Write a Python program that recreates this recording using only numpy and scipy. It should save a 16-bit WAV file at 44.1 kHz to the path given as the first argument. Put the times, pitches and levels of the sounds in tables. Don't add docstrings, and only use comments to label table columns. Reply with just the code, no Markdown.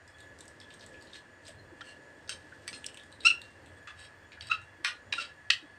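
import sys
import numpy as np
from scipy import signal
from scipy.fft import rfft, irfft
from scipy.io import wavfile
from scipy.ndimage import uniform_filter1d

SR = 44100
rng = np.random.default_rng(int(sys.argv[2]) if len(sys.argv) > 2 else 0)


def gain_from_db(level_db):
    decades = np.asarray(level_db, float) / 20
    return 10 ** decades


def master_out(mix):
    frames = np.transpose(np.atleast_2d(mix))
    ceiling = np.clip(frames, -1, 1)
    pcm = np.round(ceiling * 32767).astype(np.int16)
    wavfile.write(sys.argv[1], SR, pcm)


N = 254898
T = np.arange(N) / SR


def taps(tracks):
    # start_s, peak_db, knock_db, bright_db, room_db
    blows = [(1.8087, -34.5, 7, -23, -15), (1.8137, -35, -16, -23, -18), (2.2766, -42, -21, -7, 1),
             (2.293, -19.5, -10, -0.5, -4.5), (2.3153, -35.5, -9, -36, -2), (2.678, -21, -6, 2, -9),
             (2.688, -30.5, -13, -12, -25), (2.7296, -31, -10, -12, 1), (2.7472, -35, -11, 13, 0),
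             (3.8731, -37, -3, -27, 0), (3.8836, -41, 11, -40, -6), (4.3193, -40, -25, -19, -0.5),
             (4.4087, -29, -17, -11.5, -14), (4.847, -11.5, -3, -7, -4), (4.8585, -24, -2, -12, -1.5),
             (4.87, -25, -11, -32, -4), (4.8802, -29, -9, -25, -2), (5.1237, -28.5, -13, -15, -14),
             (5.1255, -17, -16, -25, -9.5), (5.136, -24, 1, -34.5, -10.5)]
    bounce = [
        (5.5012, -15, -11, -8.5, -8),
        (5.5027, -7.5, -14, -15.5, -8),
        (5.5043, -6, -19, -27, -10),
    ]
    # [(pitch_hz, width_hz, level_db)]
    struck = [
        (0, [(802, 74, -14), (1380, 42, 0), (1810, 29, -6), (3160, 26, -8), (3220, 15, -7), (4680, 31, -19), (5400, 40, -16), (5490, 15, -31)]),
        (2.2, [(1560, 160, -13), (2280, 22, -6), (2730, 26, -11), (3150, 37, 7), (3800, 170, -4), (4640, 130, 1), (5240, 170, -1), (6200, 64, -2), (7800, 30, -14), (8800, 26, -11), (8750, 18, 0), (9300, 38, -19)]),
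        (2.6, [(1150, 43, -9), (1710, 42, -7), (1960, 45, 0), (2280, 38, 2), (3320, 26, -21), (3940, 61, -7), (4470, 54, 7), (6060, 40, 2), (7900, 77, -22), (8300, 25, -11), (8550, 65, -9), (9200, 100, -21)]),
        (2.72, [(1380, 23, -6), (1970, 43, -9), (2660, 89, 0), (2980, 31, -4), (3400, 110, -21), (3820, 27, 4), (4300, 260, 8), (5100, 22, -1), (6200, 63, -17), (8500, 47, -4), (8680, 53, -11), (9420, 290, -15)]),
        (3.8, [(1217, 31, -2), (1400, 57, 3.5), (1920, 27, 3), (2690, 57, -3), (2900, 31, -15), (3480, 59, -2), (4590, 60, -28)]),
        (4.3, [(2410, 130, 2), (4670, 170, -7)]),
    ]
    struck_later = [
        (4.39, [(2350, 26, -10), (2660, 31, 0), (3180, 50, -2), (3920, 23, 5), (4330, 42, 7), (4620, 28, 11), (5100, 74, -13), (5800, 130, -20), (7970, 42, -19)]),
        (4.8, [(1208, 26, -1.5), (1440, 15, 6), (1870, 82, 1), (2460, 32, 0), (2715, 37, -4), (2840, 22, 1.5), (3030, 34, -8), (3830, 38, -17), (4100, 46, -7), (4700, 53, -17), (5130, 81, -7), (6070, 22, -13), (7900, 150, -18), (8090, 39, -19)]),
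        (5.1, [(1060, 57, -13), (1660, 27, -4.5), (2496, 53, 2), (2790, 85, 1), (3340, 41, -11), (3760, 27, 0), (3890, 37, -0.5), (4300, 16, -18), (4720, 82, -16), (5160, 19, -12), (6000, 21, -21), (6900, 35, -14), (8350, 120, -17), (8900, 25, -20)]),
        (5.4, [(1390, 62, -12), (1655, 32, -0.5), (2024, 68, -3), (2410, 30, 2), (2920, 220, 4.5), (3420, 65, -22), (3740, 33, -11), (4200, 18, -14), (4200, 67, -14), (4600, 41, -8), (5100, 28, -24), (6350, 85, -25.5), (7300, 71, -21), (8060, 98, -22)]),
    ]
    for s, db, knock_db, bright_db, room_db in blows + bounce:
        blow = contact(T[:4096], 0.00045, 0.2, 0.0034)
        body = [table for start, table in struck + struck_later if start <= s][-1]
        crack = level(ring(ring(blow, 3290, 3200), 2700, 3500), -0.97)
        knock = level(ring(ring(blow, 1670, 1400), 730, 1600), knock_db + 0.5)
        tick = level(ring(ring(blow, 8930, 2300), 9000, 6200), bright_db + 1.5)
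        sound = crack + knock + tick + level(modes(blow, body, 1.63), 1.9)
        add(tracks, s, to_peak(sound, db), room_db)


def spoon_ring(squeaked, struck):
    # pitch_hz, width_hz, level_db
    spoon = [(1335, 45, -10), (2620, 45, -9.5), (2890, 70, -4), (2690, 56, -13.5), (2760, 8, 2),
             (3870, 13, -0.5), (5290, 28, -13.5), (8370, 23, -7)]
    return gain_from_db(-3.0) * modes(squeaked, spoon, 0.55) + gain_from_db(15.0) * modes(struck, spoon[6:], 0.92)


def squeaks(tracks):
    # start_s, hold_s, slip_rate_hz, glide_hz_per_s, level_db
    slips = [
        (3.2482, 0.021, 1289, 5000.5, -20),
        (3.297, 0.013, 1344, -500, -24),
        (4.4967, 0.01, 1277, 1498, -43),
        (4.5117, 0.002, 1330, 502, -21.5),
        (5.177, 0.007, 1400, -2000, -39),
        (5.193, 0.008, 1335, 1000, -37.5),
    ]
    # first_multiple_db, fall_per_multiple_db, odd_multiples_db, rasp_db, room_db
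    angles = [(-14, 5, -7.5, -13.5, -7), (-25, 17, -18, -21, -18), (6, 9.5, 12, -14, -0.5),
              (-5.5, 15, -4.5, -18, -8.5), (0, 16, -12, -6, -5), (-5.5, 15, -4.5, -8, -9)]
    rise_s, fall_s, edge_db = 0.0062, 0.0021, -13.5
    octave_db, rough_db = -0.5, 2.5
    for (s, hold, hz, glide, db), (first_db, fall_db, odd_db, rasp_db, room_db) in zip(slips, angles):
        knots = np.cumsum([0, rise_s, abs(hold), fall_s])
        t = np.arange(0, knots[-1], 1 / SR)
        noise = rng.standard_normal((2, 8192))[:, :len(t)]
        wobble = 1 + 0.069 * uniform_filter1d(noise[0], 40)
        phase = 2 * np.pi * np.cumsum((hz + glide * t) * wobble) / SR
        ease_db = np.interp(t, knots, [edge_db, 0, 0, edge_db])
        k = np.arange(1, 9)
        multiples_db = np.where(k == 1, first_db, octave_db - fall_db * (k - 2) + odd_db * (k % 2))
        flutter = uniform_filter1d(rng.standard_normal((8, 8192)), 30)[:, :len(t)] * 3.1 * rough_db
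        tones = []
        for j, tone_db in zip(k, multiples_db):
            tones.append(gain_from_db(tone_db + (j != 2) * flutter[j - 1]) * np.sin(j * phase))
        tones[1] = tones[1] * gain_from_db(0.45 * ease_db)
        puffs = noise[1] * (1 + np.cos(phase))
        rasp = level(ring(ring(puffs, 3800, 3200), 4100, 4600), rasp_db)
        add(tracks, s, (1.65 * sum(tones) + rasp) * gain_from_db(db + ease_db), room_db)


def scrapes():
    # firmest_s, swell_s, ease_s, level_db, bright_db
    drags = [
        (3.242, 0.042, .003, -43.5, -7),
        (3.995, 0.038, 0.12, -51.5, -3),
        (4.06, 0.17, 0.046, -51.5, -8),
        (4.326, 0.0039, 0.054, -53.5, -27),
        (4.42, .005, 0.093, -46, -12),
        (4.49, 0.059, .003, -47, -10),
        (4.525, 0.033, 0.086, -39.5, -32),
        (4.846, 0.0069, .005, -38, -5),
        (5.151, .004, 0.088, -53, 2),
        (5.215, 0.098, 0.11, -35, -18),
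    ]
    slides = [
        (1.89, 0.15, 0.099, -48, -9),
    ]
    # pitch_hz, width_hz, level_db
    middle = [(2646, 51, -7.5), (3300, 96, -4), (3787, 24, 1.5), (3990, 120, -5), (4580, 68, -4),
              (5390, 33.6, -2.5), (5900, 300, -31), (7340, 100, -14.5), (7950, 37, -22)]
    rim = [(2790, 20, -2), (3150, 77, -9), (4280, 83, -11), (6140, 84, -15), (8000, 75, -20)]
    grit = grains(5000, 3.6)
    drag = friction(drags, grit, lambda x: plate(x, middle), 2.7)
    slide = friction(slides, grit, lambda x: plate(x, rim), 4.2)
    return drag + slide + catches(grit)


def plate(x, table):
    return level(modes(x, table, 2.0), 0) + level(ring(x, 2400, 2700), -3.0)


def catches(grit):
    # firmest_s, swell_s, ease_s, level_db, pitch_hz
    notes_sung = [
        (1.6, 0.052, 0.044, -59, 4190),
        (2.525, 0.0091, 0.022, -43, 1550),
        (3.208, 0.0084, .055, -47, 3840),
        (4.377, 0.0092, 0.021, -42.5, 1610),
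        (4.472, .017, .03, -51, 4700),
    ]
    total = 0
    for *stroke, hz in notes_sung:
        tone = level(ring(ring(grit, hz, 150), hz, 260), 0)
        total = total + tone * strokes([(*stroke, -40)])[0]
    return total


def creases(tracks):
    # start_s, peak_db, ring_hz, thin_db
    folds = [(0.077, -42, 5340, -8), (0.184, -47, 3820, -7), (0.2039, -38.5, 3990, -7.5),
             (0.388, -37.5, 5740, 5), (0.407, -30.5, 4000, -1), (0.454, -40, 3470, 9),
             (0.4794, -35, 5330, 12), (0.601, -37, 5340, -11), (0.613, -42.5, 3320, -20),
             (0.7045, -41.5, 3460, -18), (0.7395, -38, 3720, -4), (0.7946, -46, 5560, -19),
             (0.809, -38.5, 4240, -18), (0.84, -38, 4120, -10), (0.863, -36.5, 4000, 9),
             (0.9424, -43.5, 2550, -21), (1.011, -43, 4450, -14), (1.0234, -40, 4940, -3),
             (1.07, -47.5, 3980, -16), (1.132, -38, 3930, -27), (1.152, -41, 3300, -19),
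             (1.158, -39, 4360, -22), (1.171, -52, 3360, 6), (1.453, -43.5, 3870, -13),
             (1.4673, -38, 5290, -31), (1.4832, -37, 3660, -4.5),
             (2.672, -43, 4600, -12), (2.8428, -26, 3130, -13.5), (2.8565, -43, 3300, -10),
                (2.8606, -30, 6000, 4), (2.864, -18.5, 5570, -4), (2.886, -38, 3100, -24),
                (2.9438, -35, 2900, -7), (2.972, -34, 2950, -11), (2.997, -42.5, 3550, -28),
                (3.0348, -42.5, 3460, 6), (3.118, -45, 4540, 6), (3.1254, -36, 4230, -11.5),
                (3.2052, -37, 4200, -13.5), (3.4163, -31, 4050, -12.5), (3.505, -52, 3335, -4),
                (3.6602, -44, 3540, -8.5), (4.4698, -35.5, 4580, -6), (4.6154, -48, 2920, -4)]
    for s, db, hz, thin_db in folds:
        thin_hz = 8940 * (1 + 0.066 * rng.standard_normal())
        snap = contact(T[:2048], 0.00057, 0.31, 0.0034)
        low = level(ring(ring(snap, hz, hz / 6), hz, hz / 1.6), 1.3)
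        broad = level(ring(ring(snap, 1.34 * hz, hz), 1.15 * hz, 0.73 * hz), -5.0 + 0.41 * (thin_db + 2.5))
        thin = level(ring(ring(snap, thin_hz, thin_hz / 7), thin_hz, thin_hz / 0.76), thin_db - 2.5)
        air = level(ring(ring(snap, 9700, 7000), 7700, 9000), thin_db + 12.0)
        room_db = -4 - 0.5 * (db + 42.5)
        add(tracks, s, to_peak(low + broad + thin + air, db), room_db)


def rustle():
    # firmest_s, swell_s, ease_s, level_db, bright_db
    rubs = [
        (0.98, 3.0, 0.37, -66, -26),
        (.41, 0.035, 0.11, -60, -7),
        (.62, .03, 0.05, -66, -13),
        (.73, 0.054, 0.063, -59, -15),
        (.83, 0.054, 0.048, -53, -17),
        (1.16, 0.085, 0.053, -46.5, -32),
        (1.485, 0.069, 0.063, -49.5, -7),
        (2.92, 2.7, .53, -61.5, -16),
        (3.44, 0.022, 0.38, -62.5, -28),
        (3.79, 0.35, 0.023, -69, 0),
    ]
    return friction(rubs, grains(2200, 2.6), lambda x: ring(x, 4000, 4990), 4.0)


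def bumps():
    # start_s, peak_db, pitch_hz
    pushes = [
        (1.489, -45.5, 616),
        (1.718, -46.5, 326),
        (2.31, -51, 532),
        (2.44, -54, 293),
        (2.715, -49.5, 242),
        (3.251, -50.5, 270),
        (4.787, -52, 320),
        (5.209, -52.5, 602),
        (5.622, -48.5, 302),
    ]
    out, t = np.zeros((2, N)), T[:8192]
    for s, db, hz in pushes:
        push = rng.standard_normal(len(t)) * t * np.exp(-t / 0.013)
        sound = ring(ring(push, hz, 56), hz, 65)
        add(out, s - 0.01, to_peak(sound, db - 0.5), 0)
    return out[0]


def room(x):
    # delay_s, level_db
    echoes = [
        (.0045, -25.5),
        (0.0105, -8.5),
        (0.02, -28),
        (.031, -12),
    ]
    # band_hz, t60_s
    fades = [(1000, 0.19), (3000, 0.2), (5500, 0.096), (8600, 0.17), (12000, 0.25)]
    t = T[:16384]
    tail = 0
    for hz, t60 in fades:
        band = level(ring(rng.standard_normal(len(t)), hz, 0.69 * hz), 0)
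        tail = tail + band * gain_from_db(-60 * t / t60 + 8.6 * walk(104.0)[:len(t)])
    tail = 0.023 * tail * np.clip(t / 0.0055, 0, 1) ** 2
    spectrum = rfft(tail, 2 * len(t))
    power = np.abs(spectrum) ** 2
    even = np.sqrt(uniform_filter1d(power, size=900) / uniform_filter1d(power, size=60))
    tail = irfft(spectrum * even)[:len(t)]
    for s, db in echoes:
        tail[int(s * SR)] += gain_from_db(db)
    return signal.fftconvolve(x, tail)[:N]


def microphone(x):
    # pitch_hz, level_db
    response = [(300, -14), (950, -8.5), (1400, 3), (6000, -2.5), (7200, -4.5), (8300, 1), (9400, -10.5),
                (10200, -22), (11500, -15.5), (12600, -29), (13700, -19.5), (15000, -27.5), (15700, -53)]
    return colour(x, response)


def fan():
    # pitch_hz, level_db_per_hz
    rush_colour = [(82, -12), (140, -3), (172, -4), (307, 2.5), (410, -1.5), (543, 2), (750, -13.5),
                   (980, -5), (1650, -120)]
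    air_colour = [(380, -23), (650, -6), (723, -10), (1440, -10.5), (1710, -2), (2200, -17), (2760, -16),
                  (3650, -26), (4340, -23.5), (7470, -30.5), (9350, -28.5), (9800, -44), (15500, -52)]
    # pitch_hz, width_hz, level_db
    whine = [(1705, 5.8, -63.5), (1714, 45, -64.5), (1926, 200, -69.5)]
    whistles = [(3380, 46, -79), (4450, 120, -85), (6970, 150, -83), (8300, 290, -88.5),
                (11400, 390, -97.5), (13570, 600, -96)]
    rush_db = -61.5 - 2.05 * np.maximum(T - 3.5, 0) + 7.4 * walk(4.986)
    rush = level(colour(rng.standard_normal(N), rush_colour), 0.65) * gain_from_db(rush_db)
    hiss = level(colour(rng.standard_normal(N), air_colour), -59.5) * gain_from_db(0.74 * walk(5.7))
    return rush + hiss + narrow(whine, 1.0, 3.1) + narrow(whistles, 8.7, 14)


def street():
    # peak_s, level_db
    swells = [
        (.3, -70),
        (.9, -69.5),
        (1.6, -60.5),
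        (2.38, -65.5),
        (3.25, -64.5),
        (3.7, -62.5),
        (3.97, -70),
        (4.501, -59.5),
        (5.1, -68.5),
    ]
    gain = gain_from_db(-65)
    for s, db in swells:
        gain = gain + gain_from_db(db) * np.exp(-((T - s) / 0.093) ** 2)
    return level(ring(ring(rng.standard_normal(N), 88.3, 33), 94, 70), 0) * gain


def contact(t, hard_s, chatter, chatter_s):
    push = 0.5 * np.exp(-t / hard_s) + chatter * np.exp(-t / chatter_s)
    grit = rng.standard_normal(len(t)) * (1 - np.exp(-t / hard_s)) * push
    return grit + 1.055 * (np.arange(len(t)) == int(hard_s * SR))


def friction(rows, grit, body, flicker_db):
    press, bright_press = strokes(rows)
    bright = level(ring(ring(grit, 7100, 3900), 9100, 4000), 0) * bright_press
    return gain_from_db(flicker_db * walk(71)) * (level(body(grit), 0) * press + bright)


def strokes(rows):
    edge_db = -33.5
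    gain = np.zeros((2, N))
    for s, swell, ease, db, bright_db in rows:
        away = np.where(T < s, (s - T) / swell, (T - s) / ease)
        gain += gain_from_db(db + edge_db * away) * (away < 1) * np.array([[1], [gain_from_db(bright_db)]])
    return gain


def grains(rate, spread_db):
    hit, sign, size = rng.random((3, N))
    return (hit < rate / SR) * np.sign(sign - 0.5) * gain_from_db(-spread_db * np.log(1.01 - size))


def modes(x, table, damping):
    return sum((-1) ** k * gain_from_db(db) * ring(x, hz, damping * width) for k, (hz, width, db) in enumerate(table))


def narrow(lines, swing_db, rate):
    total = 0
    for hz, width, db in lines:
        band = ring(ring(rng.standard_normal(N), hz, width), hz, 2 * width)
        total = total + level(band, db) * gain_from_db(swing_db * walk(rate))
    return total


def ring(x, hz, width):
    return signal.lfilter(*signal.iirpeak(min(hz, 0.45 * SR), hz / width, fs=SR), x)


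def colour(x, points):
    hz, db = np.transpose(points)
    log_hz = np.log(np.arange(len(x) // 2 + 1) * SR / len(x) + 1)
    return irfft(rfft(x) * gain_from_db(np.interp(log_hz, np.log(hz), db)), len(x))


def walk(rate):
    k = int(SR / rate)
    steps = np.repeat(rng.standard_normal(N // k + 1), k)
    return 0.5 * uniform_filter1d(uniform_filter1d(steps, k), k)[:N]


def level(x, db):
    return x * gain_from_db(db) / np.sqrt(np.mean(x ** 2))


def to_peak(x, db):
    return x * gain_from_db(db) / np.abs(x).max()


def add(tracks, s, sound, room_db):
    i = int(s * SR)
    sound = sound[:N - i]
    tracks[:, i:i + len(sound)] += sound * np.array([[1], [gain_from_db(room_db)]])


def scene():
    squeaked, struck, paper = np.zeros((3, 2, N))
    squeaks(squeaked)
    taps(struck)
    creases(paper)
    tracks = squeaked + struck + paper
    tracks[0] += spoon_ring(squeaked[0], struck[0])
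    rubbing = gain_from_db(-2.0) * (scrapes() + rustle())
    tracks += rubbing * np.array([[1], [gain_from_db(-12.0)]])
    near = microphone(tracks[0] + room(tracks[1]))
    return (near + bumps() + fan() + street())[None]


def top_cut(x):
    return signal.sosfilt(signal.butter(12, 15680, fs=SR, output="sos"), x)


def record(dry):
    return top_cut(dry)


dry = scene()
out = record(dry)
master_out(out)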